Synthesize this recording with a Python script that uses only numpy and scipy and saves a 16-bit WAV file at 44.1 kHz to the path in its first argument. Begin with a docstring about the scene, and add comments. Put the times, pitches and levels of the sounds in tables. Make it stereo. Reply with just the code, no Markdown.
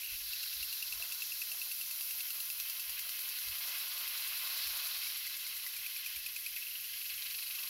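"""An impact sprinkler in a garden, on a stereo microphone in a light breeze; a stone wall echoes nearby.
After a brief rattle the sprung arm slaps through the jet ten times a second: each stroke throws a splash,
rings the head and cuts the stream. The nozzle hisses as the jet swings over leaves, grass and paving.
At about 6.6 s the reversing lever clacks; on the swing back the arm rattles faster and slugs of water
land closer to the microphone."""
import sys
import numpy as np
from scipy import signal
from scipy.fft import rfft, irfft, next_fast_len
from scipy.io import wavfile
from scipy.ndimage import uniform_filter1d

SR = 44100
rng = np.random.default_rng(int(sys.argv[2]) if len(sys.argv) > 2 else 0)


def dump_mix(stems):
    """Bounce the given channels to the path in sys.argv[1] as a 16-bit WAV at rate SR."""
    frames = np.atleast_2d(stems).T  # one column per channel
    limited = np.clip(frames, -1, 1)  # hard clip at full scale
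    pcm = np.round(limited * 32767).astype(np.int16)
    wavfile.write(sys.argv[1], SR, pcm)


N = 339129
T = np.arange(N) / SR
FFT_SIZE = next_fast_len(N)
FREQ_HZ = np.fft.rfftfreq(FFT_SIZE, 1 / SR)

# the water as the jet swings round: time_s, hiss_db, sizzle_db, ground_db
JET_SWING = [(0.0, -43.5, -53, -53.5), (0.49, -43, -53.5, -54.5), (1.11, -43, -51, -54),
             (2.08, -41.5, -53, -53.5), (2.91, -43, -55, -50), (4.28, -41.5, -54.5, -46.5),
             (4.71, -40.5, -52.5, -47), (5.37, -44, -54.5, -50.5), (6.12, -44.5, -57, -50),
             (6.49, -44.5, -57.5, -53), (7.19, -43, -55.5, -51.5), (7.69, -42.5, -57, -52.5)]
# runs of arm strokes, slow swing and swing back: first_s, last_s, period_s, limp_db (ring up, then down)
SLOW_RUNS = [(0.332, 1.516, .0987, -0.8), (1.615, 4.175, .0985, 0.2), (4.274, 6.161, .0993, 2.6),
             (6.262, 6.563, .1003, 1.5)]
RETURN_RUNS = [(0.018, 0.158, .014, 1.2), (6.624, 6.931, .0438, -1.5), (6.972, 7.67, .0411, -1)]


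def undb(db):
    """Decibels to gain."""
    return 10 ** (np.asarray(db) / 20)


def unit(x):
    """Scale to an rms of one."""
    return x / np.sqrt(np.mean(x ** 2))


def over_time(points, times=T, column=1):
    """One column of a table, joined by straight lines in time."""
    columns = np.transpose(points)
    return np.interp(times, columns[0], columns[column])


def over_hz(points):
    """Rows of freq_hz, value joined on a log-frequency axis."""
    hz, value = np.transpose(points)
    return np.interp(np.log(FREQ_HZ + 1), np.log(hz), value)


def shape(x, gain):
    """Filter by a gain for each frequency."""
    return irfft(rfft(x, FFT_SIZE) * gain, FFT_SIZE)[..., :N]


def spread(pair, spectrum):
    """Two unrelated signals become mid and side of a coloured stereo sound with an rms of one."""
    # how alike left and right are: freq_hz, correlation
    stereo_likeness = [(50, 0.46), (200, 0.63), (1200, 0.54), (2600, 0.48), (3600, 0.3), (4200, 0.5),
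                       (5200, 0.068), (6300, -0.16), (8300, -0.01), (9400, 0.19), (10700, 0.92),
                       (15500, 0.99)]
    likeness = np.clip(over_hz(stereo_likeness), -1, 1)
    mid, side = shape(pair, undb(over_hz(spectrum)) * np.sqrt([1 + likeness, 1 - likeness]))
    return unit(np.array([mid + side, mid - side]))


def noise():
    """Two unrelated white noises."""
    return rng.standard_normal((2, N))


def walk(rate_hz):
    """A random wander with an rms of one."""
    hold = max(int(SR / rate_hz), 1)
    steps = np.repeat(rng.standard_normal(N // hold + 1), hold)
    return unit(uniform_filter1d(steps, hold)[:N])


def drops(per_s, scatter_db):
    """Dense impacts of drops of uneven size."""
    lands = rng.random((2, N)) < per_s / SR
    return lands * np.sign(noise()) * undb(scatter_db * np.clip(noise(), -2, 2))


def add(track, start_s, sound):
    """Mix a sound in at a time."""
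    i = int(np.clip(start_s * SR, 0, N - 1))
    track[i:i + len(sound)] += sound[:N - i]


def burst(rise_s, fall_s):
    """A swell and an exponential fade, with a top of one."""
    t = T[:SR // 10]
    curve = (1 - np.exp(-(t / rise_s) ** 2)) * np.exp(-t / fall_s)
    return curve / curve.max()


def bursts(times, levels_db, rise_s, fall_s, lead_s=0):
    """An envelope with one burst at each time."""
    track = np.zeros(N)
    for s, db in zip(times, levels_db):
        add(track, s - lead_s, undb(db) * burst(rise_s, fall_s))
    return track


def beat(first_s, last_s, period_s):
    """The sprung arm keeps an even beat through a run."""
    return np.linspace(first_s, last_s, int(round((last_s - first_s) / period_s)) + 1)


def stroke_times(runs):
    """The strokes of several runs in one row."""
    return np.concatenate([beat(*run) for *run, _ in runs])


def uneven(times, scatter):
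    """No two strokes are quite alike: a chance offset for each."""
    return scatter * rng.standard_normal(len(times))


def wall(x, echo_db, round_trip_s=0.0075):
    """The nearby stone wall returns the sound a moment later."""
    return x + undb(echo_db) * np.pad(x, ((0, 0), (int(round_trip_s * SR), 0)))[:, :N]


def hollow(x):
    """A sound rings on in narrow resonances."""
    # hollow notes of the sprinkler and of what the drops strike: pitch_hz, width_hz, lift_db
    notes = [(710, 22, 5), (1094, 55, -0.5), (1482, 100, 5.5), (1654, 68, 6.5), (2605, 84, 3.5),
             (3490, 52, 3), (3876, 40, 6.5), (4096, 150, 7), (4484, 100, 5.5), (5410, 78, 6)]
    peaks = sum((undb(db) - 1) / (1 + 2j * (FREQ_HZ - hz) / width) for hz, width, db in notes)
    return shape(x, 1 + peaks)


def air():
    """Low garden hum and puffs of breeze on the microphone."""
    # puffs of air: peak_s, level_db, length_s
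    puffs = [(0.142, -56, 0.024), (.27, -67, 0.18), (0.613, -59.5, 0.049), (0.963, -61.5, 0.063),
             (2.6, -69, .08), (2.912, -60, 0.043), (3.497, -58, 0.036), (4.7, -64, 0.056),
             (6.176, -66, 0.037), (7.15, -68, .04)]
    # spectra of the wind rumble and the garden hum: freq_hz, level_db
    wind_spectrum = [(15, -14), (35, 2.5), (55, 5.5), (90, -3.5), (140, -19), (400, -62)]
    garden_spectrum = [(20, -22), (45, 2), (62, 3.5), (80, 0), (105, -2.5), (135, -10.5), (160, -7.5),
                       (180, -7), (207, -6.5), (260, -17), (450, -16), (1000, -36), (4000, -38.5)]
    breeze = sum(undb(db) * np.exp(-np.minimum(((T - s) / length) ** 2, 20)) for s, db, length in puffs)
    rumble = breeze * spread(noise(), wind_spectrum)
    hum = undb(-75.5 + 0.41 * walk(5.4)) * spread(noise(), garden_spectrum)
    return rumble + hum


def splats():
    """Now and then a thick clump of water hits the paving."""
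    # clumps landing: start_s, level_db
    clumps = [(0.994, -58.5), (1.034, -58), (1.508, -59.5), (1.531, -63), (1.658, -59.5), (2.144, -62),
              (3.049, -58.5)]
    # spectrum of a clump on stone: freq_hz, level_db
    spectrum = [(150, -17), (350, -8), (540, 1.5), (750, 2.5), (1100, -2), (1600, 1), (3500, -19)]
    envelope = bursts(*np.transpose(clumps), rise_s=0.0043, fall_s=0.027)
    return envelope * spread(hollow(drops(3000, 2.6)), spectrum)


def stream(depth, delay_s, length_s):
    """Share of the jet that lands: a dip follows each slow stroke of the arm."""
    gaps, dent = np.zeros(N), np.hanning(int(length_s * SR))
    for s in stroke_times(SLOW_RUNS):
        add(gaps, s + delay_s - length_s / 2, dent)
    return 1 - depth * gaps


def landing():
    """Drops land in clumps: fine ones on leaves and grass, heavier ones on wet ground and paving."""
    # the jet crossing the bushes and the stone path: time_s, level_db
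    leaf_levels = [(0, -52.5), (0.22, -51.5), (0.28, -45.5), (0.55, -46), (1.2, -50.5), (2.5, -54.5),
                   (3.4, -50), (4.0, -46.5), (4.47, -47.5), (4.57, -42), (4.72, -45.5), (5.05, -45.5),
                   (5.2, -48), (6.0, -52.5), (6.7, -55.5), (7.69, -54)]
    paving_levels = [(0, -73.5), (0.85, -67.5), (1.03, -61), (1.35, -70), (2.7, -65), (3.45, -64.5),
                     (3.62, -59), (4.95, -57.5), (5.15, -67), (5.7, -67.5), (6.0, -73), (6.7, -80),
                     (7.3, -72.5), (7.69, -64.5)]
    # spectra of drops on each surface: freq_hz, level_db
    leaf_spectrum = [(700, -51.5), (1500, -15.5), (2600, -12), (3500, -3.5), (4100, -1), (4700, -1),
                     (5300, -2), (6300, -15.5), (7300, -22), (8100, -29), (14000, -29)]
    ground_spectrum = [(700, -37), (1100, -17), (1450, -20.5), (1660, -14), (1850, -11.5), (2080, -1.5),
                       (2350, -6), (2600, 0.5), (2850, -3), (3100, 1), (3700, -10), (6000, -28)]
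    paving_spectrum = [(130, -26), (230, -16.5), (400, -19), (560, -5), (720, -5.5), (840, -3.5),
                       (1060, 5.5), (1280, 2.5), (1500, 1.5), (2000, -10.5), (3500, -18)]
    grass_spectrum = [(2500, -30), (4000, -13), (5100, -5), (5700, 3.5), (6200, -2), (7400, -6),
                      (8100, -29)]
    flow = stream(depth=0.34, delay_s=0.012, length_s=0.034) * undb(0.42 * walk(70))
    leaves_db = over_time(leaf_levels) + 2.5 + 1.07 * walk(45)
    leaves = undb(leaves_db) * spread(hollow(drops(6000, 3.7)), leaf_spectrum)
    ground_db = over_time(JET_SWING, column=3) + 1.87 + 1.44 * walk(60)
    ground = undb(ground_db) * spread(hollow(drops(3000, 1.95)), ground_spectrum)
    paving_db = over_time(paving_levels) + 2.5 + 1.3 * walk(22)
    paving = undb(paving_db) * spread(hollow(drops(2000, 2.0)), paving_spectrum)
    sizzle_db = over_time(JET_SWING, column=2) + 2.0 + 1.34 * walk(50)
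    sizzle = undb(sizzle_db) * spread(drops(9000, 2.4), grass_spectrum)
    return wall(flow * (leaves + ground + paving) + sizzle, echo_db=-14.5)


def slugs():
    """On the swing back the jet is chopped into slugs that land one by one."""
    # slugs coming nearer the microphone: time_s, level_db
    approach = [(6.7, -52), (7.15, -39.5), (7.69, -41.5)]
    # spectrum of a slug landing: freq_hz, level_db
    spectrum = [(900, -29), (1800, -10), (2550, 0.5), (3100, 1), (3600, -6), (4450, 2.5), (5000, -5.5),
                (5800, -5), (7500, -11.5)]
    times = stroke_times(RETURN_RUNS)
    slug_db = over_time(approach, times) + uneven(times, 1.4)
    envelope = bursts(times, slug_db, rise_s=0.0047, fall_s=0.0095)
    return envelope * spread(hollow(drops(4000, 4.0)), spectrum)


def nozzle(facing_db):
    """Fine mist tears off the jet with a fluttering hiss; its very top is beamed forward."""
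    # spectrum of the hiss: freq_hz, level_db
    spectrum = [(2000, -36.5), (5000, -6), (7000, -13.5), (8100, -16), (9300, -12), (10600, -3),
                (11200, -2.5), (11800, -1), (12600, -0.5), (14000, -8), (15700, -10)]
    hiss = spread(drops(20000, 4.4), spectrum)
    top = shape(hiss, over_hz([(12500, 0), (14500, 1)]))
    beamed = hiss + (undb(0.54 * facing_db + 4.0) - 1) * top
    hiss_db = over_time(JET_SWING) + 0.9 + 0.5 * walk(50)
    return wall(undb(hiss_db) * beamed, echo_db=-11.5)


def rings(runs):
    """Rows of start_s, level_db, pitch_hz: the strokes ring strong and weak in turn."""
    # the ring of the head as it turns: time_s, level_db, pitch_hz
    turning_ring = [(0, -41.5, 2630), (0.18, -45.5, 2620), (0.33, -35.5, 2660), (0.5, -44, 2720),
                    (0.65, -34.5, 2690), (1.3, -36, 2660), (2.5, -41, 2690), (3.4, -52, 2650),
                    (4.55, -49, 2600), (5.3, -42, 2120), (5.66, -42.5, 2070), (5.78, -40, 2430),
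                    (6.46, -35.5, 2490), (6.72, -38, 2800), (6.9, -42.5, 2710), (7.69, -40.5, 2620)]
    times = stroke_times(runs)
    limp_db = np.concatenate([np.resize([limp, -limp], len(beat(*run))) for *run, limp in runs])
    level_db = over_time(turning_ring, times) + limp_db + uneven(times, 1.45)
    pitch_hz = over_time(turning_ring, times, column=2) * (1 + uneven(times, 0.008))
    return zip(times, level_db, pitch_hz)


def head(strokes, rise_s, fall_s, lead_s, rough, waver):
    """Each slap briefly rings the water-filled head; the churning water roughens the note."""
    track, curve = np.zeros(N), burst(rise_s, fall_s)
    churn, bend = walk(900), walk(500)
    for s, db, hz in strokes:
        here = (int(s * SR) + np.arange(len(curve))) % N
        phase = 2 * np.pi * np.cumsum(hz * (1 + waver * bend[here])) / SR
        add(track, s - lead_s, undb(db) * curve * (1 + rough * churn[here]) * np.sin(phase))
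    return track


def arm(facing_db):
    """Every stroke rings the head, slow ones also snap on the jet and throw mist; the lever clacks once."""
    # spectra of the arm meeting the jet and of its splash: freq_hz, level_db
    snap_spectrum = [(300, -32), (1400, -10.5), (3200, -2.5), (4400, 4.5), (6000, 1.5), (7300, -2.5),
                     (8600, -7.5), (10500, -4.5), (12300, 1), (15500, -4)]
    splash_spectrum = [(500, -46), (1400, -10), (3300, -5), (4400, 7), (6300, -3), (7200, 1), (8500, -4.5),
                       (10500, 6), (12300, 7.5), (15500, -18)]
    # the lever that throws the head into reverse: start_s, level_db, pitch_hz
    lever = (6.566, -43, 2180)
    times = stroke_times(SLOW_RUNS)
    force_db = uneven(times, 0.5)
    snap_envelope = bursts(times, force_db - 34.5, rise_s=0.0007, fall_s=0.002, lead_s=0.0004)
    snap = snap_envelope * spread(drops(20000, 2.3), snap_spectrum)
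    mist_envelope = bursts(times, force_db - 42.5, rise_s=0.006, fall_s=0.015, lead_s=0.0048)
    mist = mist_envelope * spread(drops(14000, 1.9), splash_spectrum)
    ring = head(rings(SLOW_RUNS), rise_s=0.0032, fall_s=0.0024, lead_s=0.0006, rough=0.2, waver=0.019)
    ring += head(rings(RETURN_RUNS), rise_s=0.0014, fall_s=0.0024, lead_s=0.0006, rough=0.22, waver=0.043)
    ring += head([lever], rise_s=0.0015, fall_s=0.019, lead_s=0, rough=0.7, waver=0.035)
    return wall(undb(facing_db) * snap + mist + hollow(ring), echo_db=-9.5)


def scene():
    """Sprinkler, falling water and garden air."""
    # how squarely the nozzle faces the microphone: time_s, gain_db
    facing = [(0, -1), (1.5, -2), (2.4, 2.6), (3.4, 0), (4.7, -3), (5.4, -3.5), (6.5, -2), (7.69, -5)]
    facing_db = over_time(facing)
    return nozzle(facing_db) + landing() + arm(facing_db) + slugs() + splats() + air()


def record(dry):
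    """Each microphone port colours its own side; the top is cut steeply."""
    # how the two ports differ: freq_hz, left_minus_right_db
    port_balance = [(100, -0.5), (650, 2), (900, -2), (1800, -5.5), (3000, -3.5), (4300, -1.5), (5450, 4),
                    (6500, -0.5), (7400, -13.5), (8700, 1), (10700, -5.5), (13100, 5.5), (14500, 2.5),
                    (15700, -12)]
    ports = undb(np.array([[1], [-1]]) * over_hz(port_balance) / 2)
    ports = ports / np.sqrt(np.mean(ports ** 2, axis=0))
    top_hz = 15740
    low_pass = signal.ellip(12, 0.1, 80, top_hz, fs=SR, output="sos")
    return signal.sosfilt(low_pass, shape(dry, ports))


dry = scene()
out = record(dry)
dump_mix(out)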